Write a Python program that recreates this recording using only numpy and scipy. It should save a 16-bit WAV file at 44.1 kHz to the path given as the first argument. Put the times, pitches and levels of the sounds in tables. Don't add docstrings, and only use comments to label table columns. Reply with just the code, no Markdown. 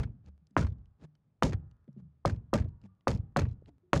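import sys
import numpy as np
from scipy import signal
from scipy.io import wavfile

SR = 44100
rng = np.random.default_rng(int(sys.argv[2]) if len(sys.argv) > 2 else 0)


def digitize_waveform(pressure):
    field = np.atleast_2d(pressure).T
    bounded = np.clip(field, -1, 1)
    quanta = np.round(bounded * 32767).astype(np.int16)
    wavfile.write(sys.argv[1], SR, quanta)


def ratio_of_db(decibels):
    return 10 ** (np.asarray(decibels, float) / 20)


N = 176400

# start in seconds, peak in dB, knock in Hz, low shudder in dB, high buzz in dB.
STAMPS = [
    (-.04, -4, 890, -29, -63.5),
    (0.5669, -8.5, 1068, -25.5, -52.5),
    (1.4251, -10, 1047, -23.5, -48.5),
    (2.2524, -12.5, 850, -29, -59.5),
    (2.5323, -18, 878, -26, -56),
    (3.073, -11, 907, -26.5, -53.5),
    (3.3638, -13.5, 1150, -25, -58),
    (3.9326, -8.5, 1098, -25, -48.5),
]
KNOCK_EDGES_DB = [-15, -18.5, -16, -30, -31.5, -23, -19.5, -10]
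# frequency in Hz, level in dB, T60 in seconds.
PANEL_MODES = [(280, -8.5, .05), (315, 2, 0.03), (454, -4, 0.0083), (667, -11, 0.075), (966, -6, 0.023)]
# frequency in Hz, density in dB per Hz.
SHUDDER_SPECTRUM = [(26, -30), (45, 5.5), (190, -1.5), (1340, -28.5), (3290, -37.5), (6080, -36.5),
                    (12600, -67), (16400, -87.5), (22000, -120)]
# frequency in Hz, T60 in seconds.
SHUDDER_T60 = [(100, 0.59), (250, 0.25), (600, .2), (1500, 0.12), (4000, 0.36), (14000, .14)]
# start in seconds, level in dB, frequency in Hz, T60 in seconds.
RINGS = [(.5675, -32.5, 612, 0.12), (.5675, -25.5, 1076, 0.039), (.582, -32.5, 1320, 0.049),
         (.619, -38, 1412, 0.056), (1.426, -25, 1174, 0.033), (1.426, -27.5, 524, 0.093),
         (1.426, -31, 928, 0.089), (2.2535, -20, 567, 0.062), (2.2535, -23.5, 1248, 0.018),
         (2.258, -34.5, 2177, 0.019), (2.297, -38, 1560, 0.018), (2.533, -22, 559.4, 0.073),
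         (2.534, -30, 1193, 0.08), (2.541, -20.5, 600, 0.072), (2.576, -36.5, 1640, 0.022),
         (3.074, -24, 548, 0.11), (3.074, -31, 1200, 0.055), (3.365, -20, 557.4, 0.067),
         (3.365, -21, 700, 0.049), (3.365, -32.5, 1127, 0.05), (3.407, -40, 2277, 0.015),
         (3.934, -22, 562, 0.11), (3.934, -28.5, 1110, 0.046), (1.532, -57.5, 790, 0.35),
         (2.54, -66, 950, .9), (2.885, -76.5, 1190, 0.44), (3.08, -60, 800, .6), (2.657, -45.5, 620, 0.031),
         (3.83, -66.5, 360, .6), (3.688, -59.5, 700, .06), (1.883, -58, 545, 0.047),
         (1.964, -50.5, 367, .07), (1.98, -68.5, 588, 0.11)]
# centre in seconds, peak in dB, frequency in
# Hz.
HEAVES = [(.058, -26, 95), (0.101, -29.5, 107), (0.578, -43, 109), (0.6, -46, 120), (0.652, -17, 78),
          (0.694, -23, 81), (.726, -27.5, 90), (1.444, -20.5, 130), (1.462, -37, 129), (1.504, -46.5, 114),
          (1.553, -20, 79.6), (1.584, -31, 87.8), (1.533, -32, 376), (1.881, -48.5, 301), (1.887, -59, 514),
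          (.004, -18.5, 66), (0.0203, -33.5, 127), (0.0134, -37, 150), (2.266, -17.5, 133.3),
          (2.286, -32, 107.9), (2.333, -20.5, 81.5), (2.38, -30.5, 93.2),
          (2.569, -23, 119), (2.614, -18.5, 90.5), (2.653, -24.5, 94), (2.661, -41.5, 318),
               (2.687, -30, 92.3), (3.092, -25, 117), (3.111, -28.5, 98.7), (3.155, -21.5, 95),
               (3.201, -24, 82.9), (3.238, -37.5, 81), (3.388, -30, 116), (3.42, -18.5, 104),
               (3.443, -17.5, 84), (3.485, -23, 88), (3.52, -26.5, 86.5), (3.624, -50, 419),
               (3.944, -30, 137), (3.969, -17.5, 130), (3.996, -24, 112)]
# start in seconds, peak in dB, dull part in dB.
CRACKS = [(0.0004, -44.5, -38.5), (0.0186, -53, -71), (0.0319, -46, -33.5), (0.035, -56, -44),
          (0.055, -62, -70), (0.5651, -39, -21.5), (0.5758, -35.5, -23), (0.5806, -39.5, -28.5),
          (0.6115, -52.5, -39.5), (0.617, -54, -39.5), (0.6267, -44, -30), (0.6467, -53.5, -37),
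          (0.6679, -46, -38), (1.4242, -26, -21), (1.4323, -20.5, -22.5), (1.5084, -52, -63),
          (1.5232, -51, -34.5), (1.5316, -38, -30), (2.2565, -25, -35.5), (2.2967, -38, -34.5),
          (2.3244, -65, -66), (2.3605, -58.5, -75), (2.5375, -20.5, -22.5), (2.5615, -46.5, -42.5),
          (2.577, -39.5, -53), (2.585, -44.5, -30.5), (2.62, -56, -42), (2.6446, -62, -54.5),
          (2.6863, -64.5, -69),
          (3.0794, -22.5, -23.5), (3.1134, -35.5, -34), (3.1488, -44.5, -73), (3.1739, -51, -88),
               (3.363, -36.5, -30), (3.3689, -23, -24.5), (3.407, -44, -39.5), (3.3942, -28.5, -45),
               (3.4175, -44.5, -30), (3.453, -74, -40.5), (3.487, -58, -71.5), (3.5124, -60.5, -61),
               (3.931, -18, -17), (3.9366, -32.5, -19), (3.9628, -39, -26)]
# frequency in Hz, width in Hz, level in dB.
PLATE_MODES = [(4210, 390, -8.5), (6390, 280, -9)]
# start in seconds, peak in dB, frequency in Hz, T60 in seconds.
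STEPS = [(0.244, -52, 184.2, 0.35), (0.25, -42, 71.6, 0.53), (.415, -58.5, 150, .4),
         (0.511, -54.5, 185, 0.3), (1.024, -42, 150, 0.32), (1.244, -65, 120, 0.32),
         (1.885, -47.5, 131.9, 0.67), (1.964, -42.5, 185, 0.29), (1.973, -44.5, 125, 0.41),
         (1.998, -44, 165, .3), (2.05, -45.5, 140, .2), (1.982, -50.5, 75, 0.99), (1.882, -49, 190, 0.16),
         (2.48, -44.5, 100.7, 0.12), (2.83, -48, 97.7, 0.37), (3.69, -59, 270, 0.29),
         (3.619, -45, 74, 0.26), (2.836, -47, 186.5, 0.25)]
# end in seconds, swell in seconds, level in dB.
SCUFFS = [
    (0.041, 0.007, -45),
    (0.288, 0.032, -59),
    (1.05, 0.033, -50.5),
    (2.005, 0.026, -64),
    (2.864, 0.033, -59.5),
    (3.692, 0.021, -55.5),
]
# frequency in Hz, density in dB per Hz.
SCUFF_SPECTRUM = [(180, -0.5), (300, -7), (800, -19.5), (1760, -27.5), (6860, -39.5), (12600, -66),
                  (16400, -84), (22000, -120)]
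# start in seconds, peak in dB, frequency in Hz.
TICKS = [(.2618, -63.5, 4300), (0.4698, -66.5, 5010), (.508, -69.5, 4980), (.5506, -75, 5000),
         (.6864, -64, 4490), (0.703, -68, 3513), (0.7229, -64, 3500), (.7842, -74.5, 3020),
         (.857, -67.5, 2996), (1.1527, -64.5, 3048), (1.713, -63, 2870), (1.8794, -69.5, 2000),
         (1.929, -76, 5580), (1.9796, -75.5, 2800), (2.816, -65, 2863), (2.8389, -64.5, 2540),
         (3.0089, -69, 2000), (3.4981, -63, 2260), (3.5298, -67, 3990), (3.6593, -62, 2903)]
# frequency in Hz, level in dB.
SLAB_MODES = [(95, -44), (158, -49), (196, -49)]
# frequency in Hz, density in dB per Hz.
FLOOR_SPECTRUM = [(20, -11), (81, -3), (150, -5.5), (330, -23), (600, -28.5), (1200, -37.5), (12600, -61),
                  (16400, -89)]
# frequency in Hz, level in dB.
HUMS = [(1180, -99)]

STAMP_S = np.array(STAMPS)[:, 0]
KNOCK_WIDTH_CYCLES, KNOCK_EDGE_RATIO, KNOCK_RING_DB = 0.51, 2.4, -13.5
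SPLIT_HZ, RISE_CYCLES, HOLD_S = 2200, 0.26, 0.027
PLATE_LAG_S, EARLY_BUZZ_DB, BUZZ_END_S = 0.005, -11, 0.042
LUMPS_PER_S, LUMPS_DB = 90, 3.6
RING_LONG_S, RING_LONG_DB, RING_FLUTTER_HZ, RING_FLUTTER = 0.3, -3, 35, 0.8
HEAVE_WIDTH_CYCLES, HEAVE_TRIM_DB = 0.65, 1.5
STEP_RISE_CYCLES, STEP_WOBBLE, STEP_GLIDE, STEP_GLIDE_S = 0.61, 0.25, 0.35, 0.012
SCUFF_END_S = 0.0037
TICK_T60_S, TICK_SPREAD_HZ, TICK_RING_DB = 0.011, 2200, -8
HALL_DB, HALL_T60_S, HALL_LOW_HZ, HALL_HIGH_HZ, SLAB_T60_S = -87.5, 1.9, 279, 2000, 0.37
HALL_PEAK_HZ, HALL_FALL_DB, HALL_SKIRT_HZ = 1200, 9, 600
HALL_FOLLOWS = 0.6
FLOOR_DB = -71.5
PICKUP_LOW_HZ, PICKUP_HIGH_HZ = 58, 12800


def rms_one(x):
    return x / np.sqrt(np.mean(x ** 2) + 1e-20)


def at_hz(points, hz):
    table = np.array(points)
    return np.interp(np.log(hz), np.log(table[:, 0]), table[:, 1])


def band(x, low_hz, high_hz):
    edges = [low_hz, min(high_hz, .45 * SR)]
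    return signal.sosfilt(signal.butter(2, edges, "band", fs=SR, output="sos"), x)


def drift(rate):
    r = np.exp(-2 * np.pi * rate / SR)
    return rms_one(signal.lfilter([1], [1, -2 * r, r * r], rng.standard_normal(N + SR))[SR:])


def add(out, s, shape, before_s, after_s):
    i = np.arange(max(int((s - before_s) * SR), 0), min(int((s + after_s) * SR), N))
    out[i] += shape(i / SR - s)


def tone(hz, t):
    return np.sin(2 * np.pi * hz * t)


def dying(t, t60):
    return (t >= 0) * ratio_of_db(-60 * np.maximum(t, 0) / t60)


def bands(spectrum):
    edges = 28 * 2 ** np.arange(0, 9.6, .5)
    white = rng.standard_normal((2, N))
    centres = np.sqrt(edges[1:] * edges[:-1])
    noise = []
    for k, hz in enumerate(centres):
        noise.append(ratio_of_db(at_hz(spectrum, hz)) * band(white[k % 2], edges[k], edges[k + 1]))
    return centres, noise


def knocks():
    out = np.zeros(N)
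    chance = rng.standard_normal((len(STAMPS), 2 * len(PANEL_MODES)))
    for (s, db, hz, _, _), edge_db, c in zip(STAMPS, KNOCK_EDGES_DB, chance):
        def dent(t):
            edge = ratio_of_db(edge_db) * np.cos(2 * np.pi * KNOCK_EDGE_RATIO * hz * t)
            pulse = np.exp(-(t * hz / KNOCK_WIDTH_CYCLES) ** 2)
            return -ratio_of_db(db) * (np.cos(2 * np.pi * hz * t) + edge) * pulse

        add(out, s, dent, .005, .005)
        for k, (mode_hz, mode_db, t60) in enumerate(PANEL_MODES):
            level = ratio_of_db(max(db, -12) + KNOCK_RING_DB + mode_db + 2 * c[k])
            struck_hz = mode_hz * (1 + .05 * c[-k - 1])
            add(out, s, lambda t: level * dying(t, t60) * (1 - np.exp(-(t / 0.00038) ** 2))
                * tone(struck_hz, t), 0, 2 * t60)
    return out


def shudder():
    hz, noise = bands(SHUDDER_SPECTRUM)
    low = hz < SPLIT_HZ
    out, lumps = np.zeros(N), drift(LUMPS_PER_S)
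    high_scale = np.std(sum(n for n, is_low in zip(noise, low) if not is_low))
    low_scale = np.std(sum(n for n, is_low in zip(noise, low) if is_low))
    for f, n, is_low in zip(hz, noise, low):
        env, t60 = np.zeros(N), at_hz(SHUDDER_T60, f)
        rise = RISE_CYCLES / f + 0.00028
        for s, _, _, low_db, high_db in STAMPS:
            def swell_and_fall(t):
                fall_db = -60 * np.maximum(t - HOLD_S, 0) / t60
                if is_low:
                    level_db = low_db + fall_db
                else:
                    level_db = high_db + EARLY_BUZZ_DB * (t < PLATE_LAG_S) + fall_db - (t / BUZZ_END_S) ** 3
                return ratio_of_db(level_db) * (1 - np.exp(-t / rise))

            add(env, s, swell_and_fall, 0, 0.71 * t60)
        lumpy = ratio_of_db(LUMPS_DB * lumps * min(f / 1000, 1))
        out += env * n / (low_scale if is_low else high_scale) * lumpy
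    return out


def rings():
    short, long = np.zeros(N), np.zeros(N)
    for s, db, hz, t60 in RINGS:
        add(long if t60 > RING_LONG_S else short, s,
            lambda t: ratio_of_db(db) * dying(t, t60) * (1 - np.exp(-t * hz)) * tone(hz, t), 0, 2 * t60)
    flutter = 1 + RING_FLUTTER * drift(RING_FLUTTER_HZ)
    return short + long * flutter * ratio_of_db(RING_LONG_DB)


def heaves():
    out = np.zeros(N)
    for s, db, hz in HEAVES:
        add(out, s, lambda t: ratio_of_db(db + HEAVE_TRIM_DB) * tone(hz, t)
            * np.exp(-(t * hz / HEAVE_WIDTH_CYCLES) ** 2), .04, .04)
    return out


def crack_part(low_hz, high_hz, t60, trim_db, dull=False, slope=1):
    env = np.full(N, 1e-9)
    for s, db, dull_db in CRACKS:
        nearest = np.abs(STAMP_S - s).argmin()
        alone = abs(STAMP_S[nearest] - s) > .003
        if dull and not alone:
            continue
        start = s if alone else STAMP_S[nearest] - 1 / 2000
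        level = ratio_of_db((dull_db if dull else db) * slope + trim_db)
        fall_s = t60 if alone else .25 * t60
        add(env, start, lambda t: level * dying(t, fall_s), 0, 1.4 * t60)
    return band(env * rng.standard_normal(N), low_hz, high_hz) * np.sqrt(SR / 2 / (high_hz - low_hz))


def cracks():
    dull = crack_part(800, 2020, t60=.04, trim_db=-11, dull=True)
    middle = crack_part(2450, 5900, t60=.026, trim_db=-10)
    bright = crack_part(7500, 30000, t60=.012, trim_db=-13, slope=1.3)
    out = dull + middle + bright
    for hz, width, db in PLATE_MODES:
        out += ratio_of_db(db) * 2 * band(middle, hz - width / 2, hz + width / 2)
    return out


def steps():
    out = np.zeros(N)
    for s, db, hz, t60 in STEPS:
        def push(t):
            glide = STEP_GLIDE * STEP_GLIDE_S * np.exp(-t / STEP_GLIDE_S)
            return ratio_of_db(db) * (1 - np.exp(-t * hz / STEP_RISE_CYCLES)) * dying(t, t60) * tone(hz, t - glide)

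        add(out, s, push, 0, t60)
    return out * (1 + STEP_WOBBLE * drift(30) + 0.19 * drift(55))


def scuffs():
    env = np.zeros(N)
    for s, swell, db in SCUFFS:
        add(env, s, lambda t: ratio_of_db(db) * np.where(t < 0, np.exp(-(t / swell) ** 2), np.exp(-t / SCUFF_END_S)),
            3 * swell, .04)
    grain = ratio_of_db(2.5 * drift(300))
    return env * grain * rms_one(sum(bands(SCUFF_SPECTRUM)[1]))


def ticks():
    ring, puff = np.zeros(N), np.zeros(N)
    for s, db, hz in TICKS:
        add(puff, s, lambda t: ratio_of_db(db) * dying(t, TICK_T60_S) * tone(hz, t), 0, .03)
        add(ring, s, lambda t: ratio_of_db(db + TICK_RING_DB) * dying(t, 2 * TICK_T60_S) * tone(hz, t), 0, .05)
    return ring + puff * rms_one(band(rng.standard_normal(N), 67, TICK_SPREAD_HZ))


def hall():
    modes = []
    for hz in np.linspace(HALL_LOW_HZ, HALL_HIGH_HZ, num=24) + rng.uniform(-30, 30, 24):
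        skirt_hz = 550 if hz > HALL_PEAK_HZ else HALL_SKIRT_HZ
        modes.append((hz, HALL_DB - HALL_FALL_DB * ((hz - HALL_PEAK_HZ) / skirt_hz) ** 2, HALL_T60_S))
    modes += [(hz, db, SLAB_T60_S) for hz, db in SLAB_MODES]
    out, chance = np.zeros(N), rng.standard_normal((len(STAMPS), len(modes)))
    buzz_db = HALL_FOLLOWS * (np.array(STAMPS)[:, 4] + 55)
    at = ((STAMP_S + 1.01) * SR).astype(int)
    for (hz, db, t60), c in zip(modes, chance.T):
        clicks = np.full(N + SR, 1e-18)
        clicks[at] = ratio_of_db(db + (hz > 250) * buzz_db) * (1 + .5 * c)
        r, w = ratio_of_db(-60 / (t60 * SR)), 2 * np.pi * hz / SR
        resonator = [1, -2 * r * np.cos(w), r * r]
        out += signal.lfilter([0, np.sin(w)], resonator, clicks[SR // 2:])[SR // 2:]
    return out


def floor():
    out = ratio_of_db(FLOOR_DB) * rms_one(sum(bands(FLOOR_SPECTRUM)[1]))
    for hz, db in HUMS:
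        out += ratio_of_db(db - 5.0 + 2 * drift(0.96)) * tone(hz, np.arange(N) / SR)
    return out


def scene():
    stamping = knocks() + shudder() + rings() + heaves() + cracks()
    between = steps() + scuffs() + ticks()
    return (stamping + between + hall() + floor())[None]


def top_cut(x):
    return signal.sosfilt(signal.butter(12, 16200, fs=SR, output="sos"), x)


def record(dry):
    x = signal.sosfiltfilt(signal.butter(1, PICKUP_LOW_HZ, "high", fs=SR, output="sos"), dry)
    x = signal.sosfilt(signal.butter(4, PICKUP_HIGH_HZ, fs=SR, output="sos"), x)
    return top_cut(x)


dry = scene()
out = record(dry)
digitize_waveform(out)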